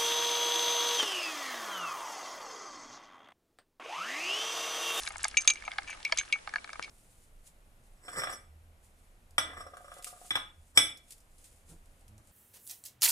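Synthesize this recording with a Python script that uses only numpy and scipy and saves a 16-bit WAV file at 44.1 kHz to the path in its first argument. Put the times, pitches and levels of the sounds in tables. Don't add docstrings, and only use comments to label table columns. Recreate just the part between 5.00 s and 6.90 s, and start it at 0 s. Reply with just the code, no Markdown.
import sys
import numpy as np
from scipy import signal
from scipy.fft import rfft, irfft
from scipy.io import wavfile
from scipy.ndimage import uniform_filter1d

SR = 44100
rng = np.random.default_rng(int(sys.argv[2]) if len(sys.argv) > 2 else 0)


def wrap_up_sound(samples):
    columns = np.atleast_2d(samples).T
    tamed = np.clip(columns, -1, 1)
    steps = np.round(tamed * 32767).astype(np.int16)
    wavfile.write(sys.argv[1], SR, steps)


def invert_db(level):
    return 10 ** (np.asarray(level, dtype=float) / 20)


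N = 83790

# f/Hz, level/dB, t60/s
FIRST_LINK_MODES = [(2336, -9, .075), (2450, -17, .05), (2611, -16, .05), (2765, -18, .04),
                    (2853, -18, .05), (3480, -24, .035), (3822, -16, .04), (4856, -14, .022),
                    (5868, -20, .035), (6350, -3, .125), (6557, 0, .045), (6876, -9, .03), (7475, -9, .03),
                    (8559, -14, .035)]


def read(points, hz):
    f, value = np.transpose(points)
    return np.interp(np.log(hz + 1), np.log(f + 1), value)


def evened(x):
    return x / np.sqrt(np.mean(x ** 2) + 1e-20)


def highpass(x, order, hz):
    return signal.sosfilt(signal.butter(order, hz, "high", fs=SR, output="sos"), x)


def add(mix, s, pan_db, sound):
    start = max(round(s * SR), 0)
    part = mix[:, start:][:, :len(sound)]
    sides = np.array([[.5], [-.5]]) * np.clip(pan_db, -12, 12)
    part += invert_db(sides) * sound[:part.shape[1]]


def ring(modes, extra_db, push_s, size):
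    hz, db, t60 = np.transpose(modes)[:, :, None]
    t = np.arange(size) / SR
    wobble = uniform_filter1d(rng.standard_normal((len(hz), size)), size=200, axis=1)
    shake = 1 + .28 * evened(wobble)
    decay = invert_db(db + extra_db[:, None] - 60 * t / t60)
    x = shake * decay * np.sin(2 * np.pi * (hz * t + 0.39 * rng.random(hz.shape)))
    return x.sum(0) * (1 - np.exp(-t / push_s))


def burst(hz, octaves, skirt_db, t60, size=1024):
    f, t = np.fft.rfftfreq(size, 1 / SR) + 1, np.arange(size) / SR
    hump = np.exp(-.5 * (np.log2(f / hz) / octaves) ** 2)
    skirt = invert_db(skirt_db) * f ** 4 / (f ** 4 + 490.0 ** 4)
    x = irfft(rfft(rng.standard_normal(size)) * (hump + skirt), size)
    x = x * invert_db(-60 * t / t60) * np.minimum(t / 0.00033, 1)
    return x / abs(x).max()


def noise(spectrum, same, patchy_db):
    frames, hz = N // 256 + 5, np.fft.rfftfreq(1024, 1 / SR)
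    a, b, c, d, patches = rng.standard_normal((frames, 513, 5)).T
    patches = uniform_filter1d(uniform_filter1d(patches, size=10, axis=0), size=12, axis=1)
    same = np.clip(same * np.ones(513), -1, 1)[:, None]
    left, other = a + 1j * b, c + 1j * d
    z = np.array([left, same * left + np.sqrt(1 - same ** 2) * other])
    z = z * invert_db(read(spectrum, hz)[:, None] + patchy_db * evened(patches))
    return evened(signal.istft(z, nperseg=1024, noverlap=768)[1][:, :N])


def far_air():
    air_spectrum = [(60, -42), (100, -7), (541, -3.5), (2210, -6.5), (4260, -12.5), (10800, -17),
                    (12000, -34)]
    likeness = [(100, 0.61), (400, -0.47), (4000, -0.14)]
    same = read(likeness, np.fft.rfftfreq(1024, 1 / SR))
    return invert_db(-55) * noise(air_spectrum, same, patchy_db=1.5)


def light_wind():
    wind_spectrum = [(10, -1), (28, -4), (45, -6.5), (80, -19), (130, -28), (250, -34.5)]
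    # t/s, level/dB
    gusts = [
        (0, 6),
        (.6, 0),
        (.9, 1.5),
        (1.2, 1.5),
        (1.9, -1.5),
    ]
    gust_db = np.interp(np.arange(N) / SR, *np.transpose(gusts))
    return invert_db(-60 + gust_db) * noise(wind_spectrum, .99, patchy_db=1.6)


def wire_ticks():
    mix = np.zeros((2, N))
    ticks = [(0.0044, -24, 7800), (0.02, -33, 5040), (0.034, -22, 5100), (0.053, -24.5, 11000),
             (0.0749, -18.5, 4730), (0.0878, -23, 9880), (0.122, -33, 7500), (0.169, -30, 7360),
             (0.182, -26, 7300), (0.2316, -17, 8840), (0.2439, -9, 5480), (0.282, -17.5, 8700),
             (0.409, -24, 6460), (0.4209, -22, 6500), (0.5357, -27, 6700), (0.7345, -35, 4730),
             (0.8324, -35, 5550), (0.9022, -27, 6950), (1.0294, -26.5, 4330), (1.123, -12.5, 4500),
             (1.173, -20.5, 10500),
             (0.7165, -24.5, 3100),
        (0.783, -22, 3500),
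        (1.3253, -12, 3500),
        (1.4922, -33.5, 4300),
             (0.209, -33, 5490), (0.312, -32, 5000), (0.4166, -26, 6000), (0.4459, -30, 4970),
             (0.454, -33, 8500), (0.5453, -35, 7000), (0.557, -34, 5000), (0.605, -44, 4500),
             (0.6234, -36, 4500), (.6385, -45, 5000), (0.664, -41, 4200), (0.678, -36, 3930),
             (.7585, -47, 3000), (.8839, -34, 3770), (0.929, -41, 4300), (1.05, -17, 5180),
             (1.078, -35, 4500), (1.115, -44, 6000), (1.1747, -15.5, 4260), (1.201, -35, 6000),
             (1.4735, -43, 4830), (1.5383, -34, 5860), (1.5577, -31, 4770), (1.568, -38, 4500),
             (1.643, -31, 4380), (1.6755, -44, 6000), (1.6911, -45, 5500), (1.702, -44, 6000),
             (1.731, -28, 4620), (1.8253, -25, 4500), (1.837, -31.5, 4280), (1.844, -38, 4770),
             (1.895, -39, 4500)]
    for s, db, hz in ticks:
        pan_db = 2.3 * rng.standard_normal()
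        add(mix, s, pan_db, invert_db(db - 3.5) * burst(hz, .38, -17, 0.0086))
    return mix


def wire_patter():
    # t/s, rattle level/dB
    handling = [
        (0, -47.5),
        (.3, -50),
        (.6, -55.5),
        (.9, -58),
        (1.25, -50),
        (1.42, -64.5),
        (1.75, -68.5),
    ]
    scrape = [(600, -2), (1500, 5.5), (2380, 7.5), (3200, -6), (10000, -8.5)]
    grains_per_s, spread_db = 550, 3.5
    size = invert_db(spread_db * np.minimum(rng.exponential(1, N), 4)) * (rng.random(N) < grains_per_s / SR)
    kind = rng.integers(0, 16, N)
    patter = np.zeros((2, N))
    for k, hz in enumerate(np.geomspace(750, 10000, num=16)):
        grain = evened(burst(hz, 0.49, -51, 0.018)) * np.sqrt(hz) * invert_db(read(scrape, hz))
        add(patter, 0, rng.normal(0, 4), signal.oaconvolve(size * (kind == k), grain)[:N])
    hand_db = np.interp(np.arange(N) / SR, *np.transpose(handling))
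    return evened(patter) * invert_db(hand_db - 2.0)


def drags():
    mix = np.zeros((2, N))
    # t/s, length/s, level/dB, centre f/kHz
    pulls = [
        (0, 0.099, -49.5, 6.6),
        (0.198, 0.092, -54, 4.9),
        (0.869, 0.08, -50.5, 2),
        (1.172, 0.031, -39, 3.04),
        (1.821, 0.035, -55, 2.2),
    ]
    slips_per_s = 3000
    mid = abs(np.transpose(FIRST_LINK_MODES)[0] - 4200) < 1200
    song = ring(FIRST_LINK_MODES, -9.0 * mid, 0.0005, size=6000)
    song = song / np.linalg.norm(song)
    for s, length, db, khz in pulls:
        chance = rng.random((3, 6000))[:, :round(length * SR)]
        slips = (chance[0] < slips_per_s / SR) * chance[1] ** -.22 * np.sign(chance[2] - .5)
        slips = slips * np.sin(np.pi * np.linspace(.08, 1, num=len(slips))) ** 0.23
        slips = slips / np.sqrt(np.mean(slips ** 2))
        hiss = burst(khz * 1000, .6, -30, 0.0013)
        add(mix, s, 0, invert_db(db) * signal.oaconvolve(slips, hiss / np.linalg.norm(hiss)))
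        song_db = db - 17.5 + 1.5 * khz
        add(mix, s, 0, invert_db(song_db) * signal.oaconvolve(slips, song))
    return mix


def post():
    mix = np.zeros((2, N))
    # t/s, peak/dB, strongest pitch/octaves over 1 kHz, left-right/dB
    knocks = [(0.067, -38.5, 0.95, 12), (.076, -28, 0.83, 1.5), (.105, -36.5, 0.013, -0.5),
              (.157, -35, 0.073, 2), (.24, -26.5, 0.73, 1), (.251, -23, 0.012, -3.5), (.342, -38, 1, 2),
              (.556, -40, 1, -7), (0.622, -39.5, 0.9, -8), (.678, -26.5, -0.0058, 0), (.717, -36.5, 1, -3),
              (.736, -40, 0.77, -4), (0.784, -23, 0.11, -2), (.895, -37, 0.58, 3),
              (.928, -38.5, 0.84, -2.5), (1.001, -47.5, -0.31, -6), (1.096, -40, 0.082, 0),
              (1.133, -41, -0.26, -3), (1.21, -35, 0.73, -4), (1.357, -38, 0.061, 4),
              (1.474, -27.5, 0.13, -5),
        (1.538, -29, 0.53, 0.5),
        (1.5584, -22.5, 0.58, -3),
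        (1.582, -40.5, 1.35, 2),
        (1.644, -38.5, 0.54, 1.5),
        (1.692, -36.5, 0.68, -2.5),
        (1.731, -36.5, 0.21, 0.5),
        (1.756, -38, 0.12, -0.5),
        (1.878, -43.5, 0.043, -4),
              (0.449, -40, 0.15, -4), (0.492, -38, 0.32, -8), (.507, -38.5, 0.29, -2), (.639, -42, 0.16, 0),
            (.666, -47, -0.47, -1), (.71, -40, 1.1, -2), (.726, -39.5, 0.053, -1), (.758, -46, 0.36, 2),
            (.82, -45.5, 0.1, -3), (.844, -46, 0.52, -2), (0.948, -46, 0.55, -2), (.973, -45.5, 0.047, 0),
            (1.167, -41, 0.42, 1), (1.295, -52, 0.17, 2), (1.492, -42, 0.72, -3), (1.525, -51, .7, -4),
            (1.675, -45.5, 0.45, 4), (1.702, -44, 0.88, -4), (1.744, -49, 0.48, 0), (1.817, -47, 0.56, 0)]
    tube = np.array([(689, -10, 0.035), (829.6, -4.5, 0.024), (945, -5, 0.0098), (1257, 0, 0.013),
                     (1538, 0, 0.014), (1677, -6.5, 0.024), (2226, 3.5, 0.016), (2714, -4, 0.011),
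                     (4500, 0, 0.007)])
    hz = tube[:, 0]
    for s, db, octave, pan_db in knocks:
        chance = rng.standard_normal((2, len(hz)))
        modes = tube.copy()
        modes[:, 0] *= 1 + .02 * chance[0]
        focus_db = 10.5 * np.exp(-.5 * ((np.log2(hz / 1000) - octave) / .36) ** 2)
        x = ring(modes, focus_db + 2 * chance[1], .0018, size=3000)
        add(mix, s, pan_db, invert_db(db + 4.5) * x / abs(x).max())
        add(mix, s, pan_db, invert_db(db - 15) * burst(4000, 0.22, -22.0, 0.022))
    return mix


def links():
    mix = np.zeros((2, N))
    # t/s, low ring/dB, high ring/dB, crack/dB
    first_hits = [
        (0.37, -16.5, -22, -18),
        (0.4755, -18, -17, -12),
        (0.5008, -23, -24, -19),
        (0.5704, -41.5, -70, -57),
        (0.6504, -45, -51, -50),
        (0.8759, -39, -58, -47),
        (0.883, -60, -53, -60),
        (0.9048, -35, -50, -52),
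    ]
    second_hits = [
        (1.0505, -29.5, -64, -34.5),
        (1.1852, -29.5, -25, -27),
        (1.3259, -21.5, -39.5, -31),
        (1.8257, -41.5, -77, -38),
        (1.8432, -41, -73, -44),
    ]
    second_modes = [(2239, 4, 0.098), (2304, 4, 0.066), (2430, -1, 0.09), (2694, -0.5, 0.048),
                    (3160, 0, 0.027), (4020, -2.5, 0.066), (6355, -11, 0.089), (7400, -20, 0.032)]
    split_hz, crack_modes_hz = 5400, 3000
    for hits, modes in ((first_hits, FIRST_LINK_MODES), (second_hits, second_modes)):
        hz, db, _ = np.transpose(modes)
        low = hz < split_hz
        cracked = low & (hz > crack_modes_hz)
        for s, low_db, high_db, crack_db in hits:
            extra_db = np.where(low, low_db - db[low].max(), high_db + 3.5 - db[~low].max())
            extra_db = extra_db + cracked * (crack_db - low_db - 3.0)
            extra_db = extra_db + 2 * rng.standard_normal(len(hz))
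            add(mix, s, 0, ring(modes, extra_db, 0.00059, size=9000))
            add(mix, s, 0, invert_db(crack_db + 4.0) * burst(3900, .6, -14, .022, size=2048))
    return mix


def latch():
    mix = np.zeros((2, N))
    latch_modes = [(490, -24, 0.035), (652, -20, 0.049), (954, -17.5, 0.031), (1320, -7, 0.015),
                   (1700, -12.5, 0.031), (2218, 0, 0.017), (3210, -2, 0.011), (4500, -3, 0.0083),
                   (5650, -15, 0.0091)]
    x = ring(latch_modes, np.zeros(len(latch_modes)), 0.0019, size=4000)
    x = highpass(x, 3, 400)
    add(mix, 1.1228, -1.5, invert_db(-11.5) * x / abs(x).max())
    return mix


def thump():
    mix = np.zeros((2, N))
    u = np.arange(600) / SR * 462 * 2 * np.pi
    push = (1 - u) * np.exp(-u)
    body_ring = 1.4 * np.sin(3.05 * u) * np.exp(-.4 * u)
    add(mix, 1.7955, 2, invert_db(-24) * (push + body_ring))
    return mix


def scattered(metal):
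    echo_db, echo_t60_s = -10.5, 0.054
    tail = rng.standard_normal((2, 4000)) * invert_db(-60 * np.arange(4000) / SR / echo_t60_s)
    tail = tail / np.linalg.norm(tail[0])
    return metal + invert_db(echo_db) * signal.fftconvolve(metal, tail, axes=1)[:, :N]


def at_two_ports(metal):
    ports = np.array([(493, 2.39, 1), (1290, 0.81, 1), (2420, 0.75, 2.5), (4380, 0.21, -1.5),
                      (8700, 0.65, -0.5)])
    hz, half = np.fft.rfftfreq(N, 1 / SR), np.array([[.5], [-.5]])
    turn = np.exp(1j * half * read(ports[:, :2], hz))
    balance = invert_db(half * read(ports[:, ::2], hz))
    return irfft(rfft(metal) * turn * balance, N)


def scene():
    background = far_air() + light_wind()
    mesh = wire_ticks() + wire_patter() + drags() + post() + links()
    mesh = highpass(mesh, 4, 560)
    metal = mesh + latch() + thump()
    return at_two_ports(scattered(metal)) + background


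def band_limit(x):
    return signal.sosfilt(signal.butter(12, 15700, fs=SR, output="sos"), x)


def record(dry):
    # t/s, peak/dB
    snaps = [
        (.2817, -52),
        (.623, -70),
        (1.049, -47),
        (1.173, -55),
    ]
    low = signal.oaconvolve(dry, signal.firwin(255, 11147, window=("kaiser", 8), fs=SR)[None], "same")
    skirt = signal.oaconvolve(dry, signal.firwin(63, 12000, fs=SR)[None], "same")
    heard = low + invert_db(-25) * (skirt - low)
    for s, db in snaps:
        add(heard, s, -6.0, invert_db(db) * burst(12000, 0.15, -60, 0.0071))
    return band_limit(heard)


dry = scene()
out = record(dry)
wrap_up_sound(out)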